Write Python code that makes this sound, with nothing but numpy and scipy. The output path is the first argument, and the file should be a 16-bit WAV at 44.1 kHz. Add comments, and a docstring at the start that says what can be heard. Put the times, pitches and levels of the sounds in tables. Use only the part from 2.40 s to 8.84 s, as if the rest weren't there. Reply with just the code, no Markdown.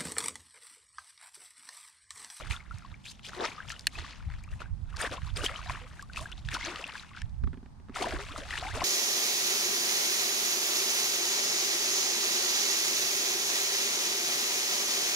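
"""A hooked fish thrashes at the surface of a pond, a little left of a float tube, while light wind buffets
two microphone ports. From the first instant water sloshes, churns and sprays; drops slap back, trapped
bubbles ring and shrinking hollows swish upward. Near 1.5 s a fitting clicks, and the bouts of thrashing
go on. In a lull at 5 s the tube's skin creaks; from 5.5 s the fish thrashes again to the end."""
import sys
import numpy as np
from scipy.fft import rfft, irfft, next_fast_len
from scipy.io import wavfile
from scipy.ndimage import uniform_filter1d, map_coordinates

SR = 44100
rng = np.random.default_rng(int(sys.argv[2]) if len(sys.argv) > 2 else 0)


def generate_wav(signal):
    """Clip the signal to [-1, 1] and save it as 16-bit WAV at the path in sys.argv[1]."""
    frames = np.transpose(np.atleast_2d(signal))
    scaled = np.clip(frames, -1, 1) * 32767
    pcm = np.round(scaled).astype(np.int16)
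    wavfile.write(sys.argv[1], SR, pcm)


N = 284004

# Thrashes of the fish; rise and fall each span 20 dB of churn:
# peak_s, rise_s, fall_s, churn_db, slosh_over_churn_db, spray_over_churn_db, mist_over_spray_db
THRASHES = [ (.008, 0.047, 0.072, -41.5, -3.5, -9, -4.5), (.076, 0.11, 0.037, -48, -8, -3, -8),
            (0.109, 0.024, 0.11, -40, -14, -2.5, -1), (.35, 0.16, 0.25, -55.5, -16, -2.5, -8.5),
            (.52, 0.16, 0.11, -59, -14, -5.5, -19), (.66, 0.033, 0.18, -62.5, -16, 12, -2.5),
            (.718, 0.12, 0.023, -64, -12, 15.5, -2.5), (.85, 0.029, 0.12, -61.5, -11, 17.5, -6.5),
            (.894, 0.034, 0.016, -51, 3, 7, -10), (.95, 0.1, 0.19, -49.5, -5, -3.5, -7),
            (1.017, 0.086, 0.088, -45.5, 13, -1, -13), (1.053, 0.069, 0.052, -36.5, 0.5, -1.5, -17),
            (1.079, 0.11, 0.19, -45.5, -5.5, -1, -9.5), (1.19, 0.21, 0.25, -53.5, -5, -27, -11),
            (1.303, 0.054, 0.082, -46, -26, 4.5, -10), (1.53, 0.026, 0.15, -59, -4, 6, -5),
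            (1.585, 0.061, 0.16, -43, -6.5, -2.5, -16), (1.71, 0.25, 0.15, -52, -11, 2, -30),
            (1.83, 0.099, 0.081, -56, -14.5, -21, -14), (1.92, 0.12, 0.38, -56.5, -24, -7.5, -9),
            (2.115, 0.029, 0.22, -58.5, -4, -4, 1), (2.205, 0.019, 0.063, -45.5, 0, -6.5, -10),
            (2.5, 0.023, 0.031, -56, -11, -6.5, -1.5), (2.614, 0.059, 0.14, -37, -16, -3, 0.5),
            (2.658, 0.094, 0.037, -35.5, 1.6, -11, -9), (2.735, 0.073, 0.072, -42.5, 5, -1.5, -8.5),
            (2.87, 0.14, 0.1, -49.5, -20, -4, -8), (2.971, 0.027, 0.11, -41, -5, -2.5, -0.5),
            (3.047, 0.05, 0.046, -44.5, 4, 3.5, 4), (3.064, 0.047, 0.033, -36.5, -7, 1.3, -5),
            (3.085, 0.043, 0.32, -41.5, -9.5, -11, -4), (3.15, 0.077, 0.21, -47.5, -25, -0.5, -12),
            (3.25, 0.11, 0.25, -47.5, -18, -5, -9.5), (3.297, 0.011, 0.22, -41.5, -7.5, -8.5, -4),
            (3.632, 0.67, 0.01, -55.5, -10, -6.5, -4.5), (3.777, 0.054, 0.063, -41.5, -8.5, 0, -4.5),
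            (3.814, 0.043, 0.092, -48.5, -10, -5, 8.5), (3.87, 0.13, .18, -52.5, -8, -5.5, -12),
            (3.99, 0.21, 0.072, -64, -1, 6, -18), (4.062, 0.036, 0.076, -63, -6, 10.5, -11),
            (4.118, 0.03, 0.14, -41.5, -20, -12, 4), (4.144, 0.041, 0.064, -35.5, -5.5, -0.5, -6),
            (4.2, 0.14, 0.35, -48, -12, 2, -21), (4.26, 0.033, 0.069, -36.5, -4, -0.5, -12),
            (4.289, .05, 0.36, -43.5, -4, -10.5, -5), (4.4, 0.25, 0.19, -49.5, -1.5, 1, -10.5),
            (4.489, 0.08, 0.18, -42.5, -14, -16, -6), (4.57, 0.17, 0.14, -49, -30, 1, -9),
            (4.772, 0.056, 0.074, -47.5, -33, -1.5, -24), (5.556, 0.023, 0.93, -41, -13, -3, -5.5),
            (5.628, 0.076, 0.031, -38.5, 7, -6.5, 3), (5.674, 0.082, 0.055, -44.5, 12, -17, -11),
            (5.74, 0.083, 0.14, -43, 6, -23, -7), (5.918, 0.048, 0.086, -53, 5.5, -10, -6),
            (5.984, 0.077, 0.067, -46.5, 4.5, -1.5, -2), (6.127, 0.15, 0.99, -44.5, -14, -1.5, -8.5),
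            (6.253, 0.25, 0.084, -45.5, -3.5, -3.5, -14), (6.351, 0.052, 0.22, -43.5, -3, -3, -4),
            (6.415, 0.15, .2, -39, 3.5, -12, -3)]
# Water running off between thrashes: time_s, level_db
TRICKLE = [(0, -61), (.8, -68.5), (1.1, -79), (1.25, -56), (1.5, -55), (2.3, -72.5), (2.6, -59.5),
           (4.7, -60.5), (4.86, -67), (5.0, -72), (5.06, -70), (5.5, -87.5), (5.6, -56), (6.44, -45)]
# Layer trims on that run-off: slosh_db, churn_db, spray_db, mist_db
TRICKLE_MIX = [-11.5, -10.5, -10, -12]
# Tone of the splashing water: frequency_hz, gain_db
WATER_EQ = [(120, -39), (200, -5.5), (446, -8.5), (525, -4), (691, 1.5), (799, -0.5), (2610, 3.5),
            (3130, 0), (7120, -9.5), (8860, -18.5), (9530, -13.5), (12500, -28.5), (15600, -24)]
# How alike the froth is left and right: frequency_hz, correlation
WATER_CORRELATION = [(290, 1), (700, 0.73), (3100, 0.95), (6800, 0.48), (15000, .3)]
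# Wind rumble between gusts: time_s, level_db
BREEZE = [(0, -53), (.25, -57), (.7, -59.5), (1.05, -52), (1.17, -62), (1.5, -51), (1.75, -54), (2.05, -46),
          (2.9, -45.5), (3.4, -47.5), (3.9, -49.5), (4.15, -45.5), (4.45, -58.5), (4.7, -57), (4.9, -46),
          (5.3, -51.5), (5.9, -47), (6.44, -42)]
# Tone of the buffeting rumble: frequency_hz, gain_db
RUMBLE_EQ = [(12, -26.5), (20, -6), (54, -3), (74, -4), (152, -14.5), (195, -24), (300, -55), (390, -75.5),
             (660, -120)]
# Tone of the steady air: frequency_hz, gain_db
AIR_EQ = [(59, -33), (100, -12.5), (197, -9.5), (412, -31), (542, -31.5), (844, -25), (2700, -43.5),
          (4980, -42.5), (9190, -53), (12300, -59), (15600, -72)]
# Gusts thumping the ports: peak_s, pitch_hz, level_db, left_minus_right_db
GUSTS = [(.11, 81, -26.5, -20), (.354, 86, -30.5, -15), (.526, 64, -38, -13), (1.284, 109, -36.5, 18),
         (1.602, 77.4, -32, -8), (1.876, 70, -25, 7.5), (1.947, 79, -31, 1), (2.133, 63, -30, 7),
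         (2.332, 71, -26, -12), (2.439, 77, -27, -14), (2.549, 83, -34, -14), (5.069, 75, -24, -8),
         (2.833, 68.4, -27.5, -8), (2.943, 76, -23.5, -23), (3.015, 78, -32, -15), (3.299, 67, -28.5, -15),
         (3.816, 69, -34.5, -13), (4.059, 105, -28, -8), (4.116, 111, -32, -6), (4.842, 79.4, -28.5, -9),
         (4.933, 71, -32, -12), (4.984, 92, -32.5, -12), (5.04, 80, -21.5, -13), (5.76, 60, -29.5, -6),
         (6.345, 74.3, -31, -9)]
# Drops and tail slaps: start_s, level_db, colour_hz
SLAPS = [(0.11, -21, 2150), (.3844, -41, 6000), (0.794, -38.5, 2040), (0.8919, -31, 1490),
         (1.3026, -24, 2080), (1.295, -31, 6000), (1.319, -27, 4520), (1.394, -30.5, 4160),
         (1.409, -37, 4800), (1.825, -43, 1500), (1.9011, -37, 1690), (1.9387, -35.5, 1800),
         (2.037, -43, 6300), (2.1156, -43, 3000), (2.2037, -36, 2680), (2.5634, -31, 5010),
         (2.568, -27.5, 4570), (2.615, -27, 8600), (2.7136, -33, 2890), (2.8186, -35.5, 1610),
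         (2.97, -25.5, 3020), (3.042, -25, 2820), (3.052, -25, 3180), (3.1127, -38, 2550),
         (3.171, -40, 5000), (3.2966, -24.5, 1900), (3.6248, -33, 6340), (3.36, -33.5, 2600),
         (3.7604, -26.5, 2500), (3.917, -33.5, 3380), (3.734, -34, 3260), (4.05, -39.5, 2720),
         (4.0873, -27.5, 3020), (4.1357, -32, 2370), (4.2506, -31, 1930), (4.3587, -26, 2570),
         (4.413, -35, 4500), (4.4669, -33.5, 2800), (4.477, -39, 7500), (4.6913, -44, 2600),
         (4.764, -38.5, 4500), (4.783, -37, 2584), (4.895, -51, 4900), (4.8176, -30, 2230),
         (4.818, -33.5, 4950), (5.545, -34, 2000), (5.6245, -25, 3000), (5.686, -30.5, 4970),
         (5.7284, -32, 3100), (5.8861, -40, 2030), (5.9783, -31.5, 5000), (6.0357, -35, 2590),
         (6.106, -29, 3200), (6.136, -25, 1720), (6.1762, -25, 1760), (6.4182, -33, 2860)]
# Bubbles that ring clearly: start_s, pitch_hz, level_db, t60_s
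BUBBLES = [(0.121, 2390, -30.5, 0.024), (.141, 1346, -34.5, 0.055), (0.164, 3400, -28.5, 0.014),
           (.204, 2110, -36.5, 0.022), (.31, 1334, -31.5, 0.043), (.422, 1310, -39, 0.024),
           (.448, 1050, -37, .042), (0.542, 2220, -37, 0.024), (.662, 2420, -40.5, .022),
           (1.363, 2850, -40.5, 0.034), (1.885, 764, -48, 0.059), (2.089, 2620, -47.5, 0.023),
           (2.129, 1820, -41, 0.019), (2.078, 1190, -44.5, 0.027), (2.258, 1530, -41.5, 0.033),
           (2.527, 1370, -39, .019), (3.271, 3770, -34.5, 0.018), (4.467, 1920, -36, 0.013),
           (4.596, 3860, -35, 0.02), (5.565, 720, -29, 0.032), (.847, 2360, -42, 0.068),
           (.892, 1400, -29, 0.015), (.933, 1290, -27, 0.012), (0.97, 366, -37, 0.26),
           (1.011, 506, -26, 0.024), (1.04, 1228, -26, 0.077), (1.086, 2060, -33, .02),
           (1.118, 2264, -34.5, 0.02), (1.18, 1220, -36.5, 0.098), (1.203, 1530, -28.5, 0.021),
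           (1.322, 1330, -39.5, 0.076), (1.553, 2490, -38, 0.066), (1.586, 1870, -35, 0.031),
           (1.645, 1096, -34.5, 0.041), (2.04, 2300, -36.5, 0.016), (2.218, 1330, -24.5, 0.016),
           (2.541, 1135, -35.5, 0.03), (2.606, 1376, -34, 0.081), (2.616, 8530, -27.5, 0.017),
           (2.623, 4770, -31.5, .046), (2.658, 1900, -23.5, 0.017), (2.771, 2640, -35.5, 0.021),
           (2.778, 1014, -31, 0.036), (2.961, 4840, -32, 0.039), (2.973, 8440, -35.5, 0.019),
           (2.988, 1170, -36.5, 0.11), (3.008, 1490, -28, 0.019), (3.017, 2820, -33.5, 0.042),
           (3.036, 1400, -24.5, 0.015), (3.04, 407, -17.5, 0.022), (3.063, 3070, -18.5, 0.025),
           (3.159, 3000, -31, 0.028), (3.26, 710, -39, 0.099), (3.297, 995, -22.5, 0.03),
           (3.594, 1575, -31.5, 0.033), (3.626, 1116, -37.5, 0.058), (3.698, 1440, -34.5, 0.025),
           (3.77, 2530, -30, 0.04), (3.775, 1200, -24.5, 0.02), (3.792, 1050, -30.5, .027),
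           (3.857, 1560, -27.5, 0.026), (3.918, 1420, -43, 0.045), (4.087, 1650, -25, 0.015),
           (4.088, 3400, -29, 0.011), (4.126, 1660, -28, .019), (4.149, 5180, -33, .025),
           (4.149, 1370, -24.5, 0.027), (4.163, 1420, -28, 0.028), (4.21, 1970, -26.5, 0.02),
           (4.228, 2110, -29, 0.043), (4.249, 5830, -27.5, 0.012), (4.253, 1570, -32, .027),
           (4.441, 2620, -22, 0.016), (4.495, 2800, -32, 0.014), (4.554, 1560, -25, 0.017),
           (4.58, 2380, -36, .02), (4.714, 1100, -45, 0.047), (4.748, 1410, -39, .03),
           (4.819, 1690, -35, 0.018), (5.56, 1280, -19, 0.016), (5.571, 2100, -29, .015),
           (5.612, 2130, -27, 0.016), (5.622, 699, -23, 0.055), (5.623, 4370, -28.5, 0.017),
           (5.642, 935, -22, 0.035), (5.668, 652, -20.5, 0.037), (6.129, 1650, -25, 0.014),
           (5.961, 1230, -23.5, 0.014), (5.978, 590, -31.5, 0.051), (6.108, 1900, -24, 0.018),
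           (6.137, 1800, -21.5, 0.019), (6.155, 1710, -23, 0.014), (6.179, 2830, -27.5, 0.021),
           (6.226, 715, -29.5, 0.064), (6.25, 743, -35, 0.12), (6.35, 428, -31.5, 0.074),
           (6.417, 1024, -20, 0.037)]
# Shrinking hollows of water: start_s, length_s, from_hz, to_hz, level_db, roughness (0-1)
SWISHES = [(0.652, .055, 2300, 4900, -47, 0.68), (0.846, .045, 2092, 5300, -48, 0.66),
           (4.355, .025, 1200, 1300, -43.5, .3), (4.41, 0.031, 550, 726, -49.5, .2),
           (3.798, 0.046, 561, 700, -47.5, 0.26), (6.009, 0.084, 454, 885, -48.5, 0.5),
           (2.965, 0.068, 380, 624, -44.5, 0.48), (3.098, 0.048, 500, 610, -49, 0.4),
           (3, 0.06, 301, 465, -53.5, 0.3), (3.412, 0.0487, 483, 516, -53.5, 0.2),
           (4.26, 0.071, 300, 390, -44, 0.3), (5.782, 0.057, 380, 420, -46, 0.1),
           (3.921, .011, 2300, 3800, -40, 0.25), (5.673, 0.042, 397, 435, -44.5, 0.6),
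           (5.887, .04, 850, 1540, -48, 0.34), (6.302, 0.0293, 1350, 2200, -44, 0.2),
           (6.257, .035, 754, 920, -40.5, 0.2), (6.375, 0.024, 520, 810, -45, 0.5)]
# The fitting's snap and bounces: start_s, level_db
CLICK_CONTACTS = [(1.4693, -9), (1.4704, -11), (1.4724, -21), (1.4746, -18), (1.4785, -29)]
# Its ringing modes: pitch_hz, gain_db, t60_s
CLICK_MODES = [(1770, 4, .008), (2520, 0, .01), (2830, 0, .01), (4250, 7, .0055), (5000, -5, .008),
               (7400, -2, .004), (8800, -8, .004), (10300, -6, .003)]
# Slips of the tube's skin: start_s, level_db, thump_offset_db
SKIN_SLIPS = [(5.037, -35, 0.5), (5.073, -39.5, 5.5), (5.131, -42, 6), (5.142, -46, -4),
              (5.173, -48.5, 11.5), (5.229, -52.5, 11.5), (5.259, -46.5, -1), (5.399, -53, 4),
              (5.485, -48, -2), (5.495, -42.5, 10)]
# Resonances of the skin: centre_hz, width_hz, gain_db
SKIN_RESONANCES = [(580, 450, -12), (1170, 420, -4.5), (2050, 1060, -13.5), (4400, 2650, -28)]
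# Modes of the air in the tube: pitch_hz, gain_db, t60_s
TUBE_AIR_MODES = [(249, 5.5, 0.043), (368, -4.5, 0.048)]
# Phase of the left port ahead of the right: frequency_hz, lead_rad
LEFT_PORT_LEAD = [(3000, 0), (5250, .5), (8700, .2), (9700, .5), (12200, 1.9), (14100, 0)]
# Top end of the microphone capsules: frequency_hz, gain_db
CAPSULE_EQ = [(11000, 0), (12500, 1.5), (15000, -9.5), (15700, -23)]


def amp(db):
    return 10 ** (np.asarray(db) / 20)


def unit_rms(x):
    return x / np.sqrt(np.mean(x ** 2) + 1e-20)


def along(points, hz):
    """Read (frequency_hz, value) points on a log axis."""
    f, values = np.transpose(points)
    return np.interp(np.log(hz + 1), np.log(f + 1), values)


def automation(points):
    """Draw (time_s, value) points out to one value a sample."""
    return np.interp(np.arange(N) / SR, *np.transpose(points))


def wobble(rate_hz):
    """A smooth random curve through rate_hz knots a second."""
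    knots = rng.standard_normal(int(N * rate_hz / SR) + 4)
    return map_coordinates(knots, [np.arange(N) * rate_hz / SR])


def filtered(x, response):
    """Shape x with a complex frequency response."""
    size = next_fast_len(N + SR // 2)
    return irfft(rfft(x, size) * response(np.fft.rfftfreq(size, 1 / SR)), size)[..., :N]


def resonance(f, hz, width_hz):
    return 1j * f * width_hz / (hz * hz - f * f + 1j * f * width_hz)


def lay(start_s, waves):
    """Mix each row of waves onto the timeline at its start."""
    at = np.round(np.asarray(start_s) * SR).astype(int)[:, None] + np.arange(waves.shape[1])
    return np.bincount(at.ravel(), waves.ravel(), N + SR)[:N]


def rings(start_s, hz, db, t60_s, samples, glide=0):
    """Damped sines; glide bends them upward, like a bubble nearing the surface."""
    start_s, *columns = np.broadcast_arrays(start_s, hz, db, t60_s, glide)
    hz, db, t60_s, glide = (column[:, None] for column in columns)
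    t = np.arange(samples) / SR
    phase = 2 * np.pi * hz * t * (1 + 2.49 * glide * np.minimum(t / t60_s, 1))
    attack = 1 - np.exp(-t * hz / 0.87)
    return lay(start_s, amp(db - 60 * t / t60_s) * attack * np.sin(phase))


def swells(peak_s, rise_s, fall_s, db, bed_db):
    """A gain curve: peaks that climb 20 dB in rise_s and drop 20 dB in fall_s, over a bed."""
    peak_s, rise_s, fall_s, db = (np.reshape(v, (-1, 1)) for v in (peak_s, rise_s, fall_s, db))
    t = np.arange(0, N, 32) / SR
    away = np.where(t < peak_s, (peak_s - t) / rise_s, (t - peak_s) / fall_s)
    power = np.sum(amp(db - 20 * away) ** 2, axis=0)
    return np.sqrt(np.interp(np.arange(N) / SR, t, power) + amp(bed_db) ** 2)


def levelled(x, window_s, amount):
    """Ride out chance swells (amount 0-1) and return at rms 1."""
    window = int(window_s * SR)
    power = uniform_filter1d(uniform_filter1d(x ** 2, window), window)
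    return unit_rms(x / (abs(power) + 1e-12) ** (amount / 2))


def froth(low_hz, high_hz, lumps, cycles, spread_db, bubble_share, count, samples):
    """One stereo band of water: a cloud of short bubbles over lumpy noise."""
    when, pitch, life, rank = rng.random((count, 4)).T
    hz = low_hz * (high_hz / low_hz) ** pitch
    db = -spread_db * np.log(rank + .02)  # a few loud, many faint
    cloud = unit_rms(rings(when * N / SR, hz, db, cycles * (.5 + life) / hz, samples, glide=.2 * life))
    wash = unit_rms(lumps * rng.standard_normal(N))
    mid = np.sqrt(bubble_share) * cloud + np.sqrt(1 - bubble_share) * wash
    side = unit_rms(lumps * rng.standard_normal(N))
    skirts = lambda f: np.sqrt((1 + (low_hz / (f + 1)) ** 6) * (1 + (f / high_hz) ** 6))
    band = lambda f: amp(along(WATER_EQ, f)) / skirts(f)
    width = lambda f: np.arccos(along(WATER_CORRELATION, f)) / 2
    mid = filtered(unit_rms(filtered(mid, band)), lambda f: np.cos(width(f)))
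    side = filtered(unit_rms(filtered(side, band)), lambda f: np.sin(width(f)))
    return np.array([mid + side, mid - side])


def splash():
    """Large pockets slosh low, small bubbles churn, spray and mist crackle on top, all jolted together."""
    peak_s, rise_s, fall_s, churn_db, slosh_over, spray_over, mist_over = np.transpose(THRASHES)
    spray_db = churn_db + spray_over
    levels_db = [churn_db + slosh_over, churn_db, spray_db, spray_db + mist_over]
    paces = [1.55, 1, 1.276, 1.77]  # how fast each layer comes and goes, against the churn
    gains = [swells(peak_s, rise_s / pace, fall_s / pace, db, automation(TRICKLE) + trim_db)
             for db, pace, trim_db in zip(levels_db, paces, TRICKLE_MIX)]
    jolts = wobble(40) + wobble(180)
    lumps = lambda shared_db, own_db: amp(shared_db * jolts + own_db * wobble(90))
    slosh = froth(220, 800, lumps(1.5, 1.3),
                  cycles=8, spread_db=3, bubble_share=.25, count=900, samples=2000)
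    churn = froth(800, 3000, lumps(1.4, 1.5),
                  cycles=16, spread_db=3.5, bubble_share=.38, count=2600, samples=1100)
    spray = froth(2920, 7570, lumps(1.8, 2.1),
                  cycles=20, spread_db=4.5, bubble_share=.3, count=3500, samples=320)
    mist = froth(7480, 17000, lumps(1.4, 1.8),
                 cycles=16, spread_db=4, bubble_share=.2, count=10000, samples=160)
    slosh = levelled(slosh, window_s=0.047, amount=1)
    return sum(gain * layer for gain, layer in zip(gains, [slosh, churn, spray, mist]))


def wind():
    """Buffeting rumble, mostly separate at each port, surges around each thump over steady air."""
    peak_s, _, db, pan_db = np.transpose(GUSTS)
    surge_s, surge_db, air_db = 0.12, -9, -56.5
    right_db = db + surge_db - 10 * np.log10((1 + amp(pan_db) ** 2) / 2)
    bed_db = automation(BREEZE)
    surges = np.array([swells(peak_s, surge_s, surge_s, right_db + pan_db, bed_db - 2),
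                       swells(peak_s, surge_s, surge_s, right_db, bed_db + 2)])
    left, right, shared, mid, side = rng.standard_normal((5, N))
    lumps = amp(1.8 * np.array([wobble(24), wobble(24)]))
    buffeting = lumps * np.array([left + 0.75 * shared, right + 0.87 * shared])
    rumble = filtered(buffeting, lambda f: amp(along(RUMBLE_EQ, f)))
    rumble = levelled(rumble, window_s=0.072, amount=0.38)
    air = filtered(np.array([mid + side, mid - 0.87 * side]), lambda f: amp(along(AIR_EQ, f)))
    return surges * rumble + gust_thumps() + amp(air_db) * unit_rms(air)


def gust_thumps():
    """Each gust is a cycle or two of bass pressure, with its own phase at each port."""
    peak_s, hz, db, pan_db = np.transpose(GUSTS)[..., None]
    t = np.arange(-2000, 2000) / SR
    spread_cycles = 0.46
    phases = 2 * np.pi * rng.random((len(peak_s), 2))
    bell = amp(db) * np.exp(-.5 * (t * hz / spread_cycles) ** 2) * np.sqrt(2 / (1 + amp(pan_db) ** 2))
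    left = amp(pan_db) * bell * np.cos(2 * np.pi * hz * t + phases[:, :1])
    right = bell * np.cos(2 * np.pi * hz * t + phases[:, 1:])
    return np.array([lay(peak_s[:, 0] + t[0], port) for port in (left, right)])


def slaps():
    """A drop or the tail hits the water: a snap and a few milliseconds of coloured noise."""
    start_s, db, colour_hz = np.transpose(SLAPS)
    t, f = np.arange(1024) / SR, np.fft.rfftfreq(1024, 1 / SR)
    snap = 2.85 * (t == 0)
    bursts = amp(-60 * t / 0.012) * rng.standard_normal((len(start_s), len(t))) + snap
    colour = resonance(f, colour_hz[:, None], 0.73 * colour_hz[:, None]) ** 2 / (1 + 1j * f / 12000)
    bursts = irfft(rfft(bursts) * colour)
    return lay(start_s, amp(db - 1)[:, None] * bursts / abs(bursts).max(axis=1, keepdims=True))


def bubbles():
    """Single trapped bubbles ring unevenly above the froth, each opened by the tick of its drop."""
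    start_s, hz, db, t60_s = np.transpose(BUBBLES)
    flutter = amp(1.5 * wobble(250))
    notes = rings(start_s, hz, db, t60_s, samples=5000, glide=0.047)
    return notes * flutter + drop_ticks(start_s, db - 13.5)


def drop_ticks(start_s, db):
    """Droplets land as thin, bright ticks."""
    t = np.arange(200) / SR
    hits = amp(db[:, None] - 60 * t / 0.0048) * rng.standard_normal((len(start_s), len(t)))
    return filtered(lay(start_s, hits), lambda f: resonance(f, 3300, 3500) / (1 + 1j * f / 7000))


def swishes():
    """A hollow of water shrinks, so its note climbs; roughness smears it into narrow noise."""
    out = np.zeros(N)
    for start_s, length_s, from_hz, to_hz, db, rough in SWISHES:
        samples = int(length_s * SR)
        progress = np.arange(samples) / samples
        hz = from_hz * (to_hz / from_hz) ** progress ** .7  # fast at first, then easing
        phase = 2 * np.pi * np.cumsum(hz) / SR
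        smear_hz = (.15 + .4 * rough) * from_hz
        noise = uniform_filter1d(rng.standard_normal((2, 8000)), int(SR / smear_hz), axis=1)
        sin_noise, cos_noise = unit_rms(noise)[:, :samples]
        note = (1 - rough + rough * sin_noise) * np.sin(phase) + rough * cos_noise * np.cos(phase)
        envelope = amp(db - 3.1 * progress) * np.sin(np.pi * progress) ** 0.22
        out[round(start_s * SR):][:samples] += envelope * unit_rms(note)
    return out


def click():
    """A fitting snaps and bounces: each contact cracks and rings the same modes, weak ones duller."""
    hz, mode_db, t60_s = np.transpose(CLICK_MODES)
    start_s, db = np.transpose(CLICK_CONTACTS)
    t = np.arange(400) / SR
    cracks = amp(1.5 * db[:, None] - 3 - 60 * t / .007) * rng.standard_normal((len(start_s), len(t)))
    out = lay(start_s, cracks)
    treble_octaves = np.log2(hz / 2600).clip(0)
    for contact_s, contact_db in CLICK_CONTACTS:
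        dulling_db = 0.5 * (contact_db - db.max()) * treble_octaves
        ring_db = contact_db - 6 + mode_db + dulling_db + rng.normal(0, 1.22, len(hz))
        out += rings(contact_s, hz, ring_db, t60_s, samples=1200)
    return filtered(out, lambda f: (1j * f / (1100 + 1j * f)) ** 2 / (1 + (f / 13000) ** 8))


def tube_creak():
    """The tube's skin slips in short scuffs that also thump the air inside."""
    start_s, db, thump_db = np.transpose(SKIN_SLIPS)
    t = np.arange(500) / SR
    scuffs = amp(db[:, None] + 17 - 60 * t / 0.025) * rng.standard_normal((len(start_s), len(t)))
    thumps = sum(rings(start_s, hz, db + thump_db + mode_db, t60_s, samples=3000)
                 for hz, mode_db, t60_s in TUBE_AIR_MODES)
    skin = lambda f: sum((-1) ** k * amp(gain_db) * resonance(f, hz, width_hz)
                         for k, (hz, width_hz, gain_db) in enumerate(SKIN_RESONANCES))
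    return thumps + filtered(lay(start_s, scuffs), skin)


def scene():
    """The mix: water a little left, click and creak a little right, wind on both sides."""
    water = (splash() + bubbles() + slaps() + swishes()) * amp([[1.5], [-1.7]])
    gear = click() * amp([[-.8], [.8]]) + tube_creak() * amp([[-1.6], [1.4]])
    return water + gear + wind()


def record(dry):
    """The right port's cavity rings in the treble, the left dips; phases part and the top is cut."""
    top_hz = 15740
    ports = lambda f: np.array([1 - 0.68 * resonance(f, 9490, 1620), 1 + 2 * resonance(f, 8680, 610)])
    lead = lambda f: np.exp(.5j * np.outer([1, -1], along(LEFT_PORT_LEAD, f)))
    heard = filtered(dry, lambda f: ports(f) * lead(f) * amp(along(CAPSULE_EQ, f)))
    return filtered(heard, lambda f: f < top_hz)


dry = scene()
out = record(dry)
generate_wav(out)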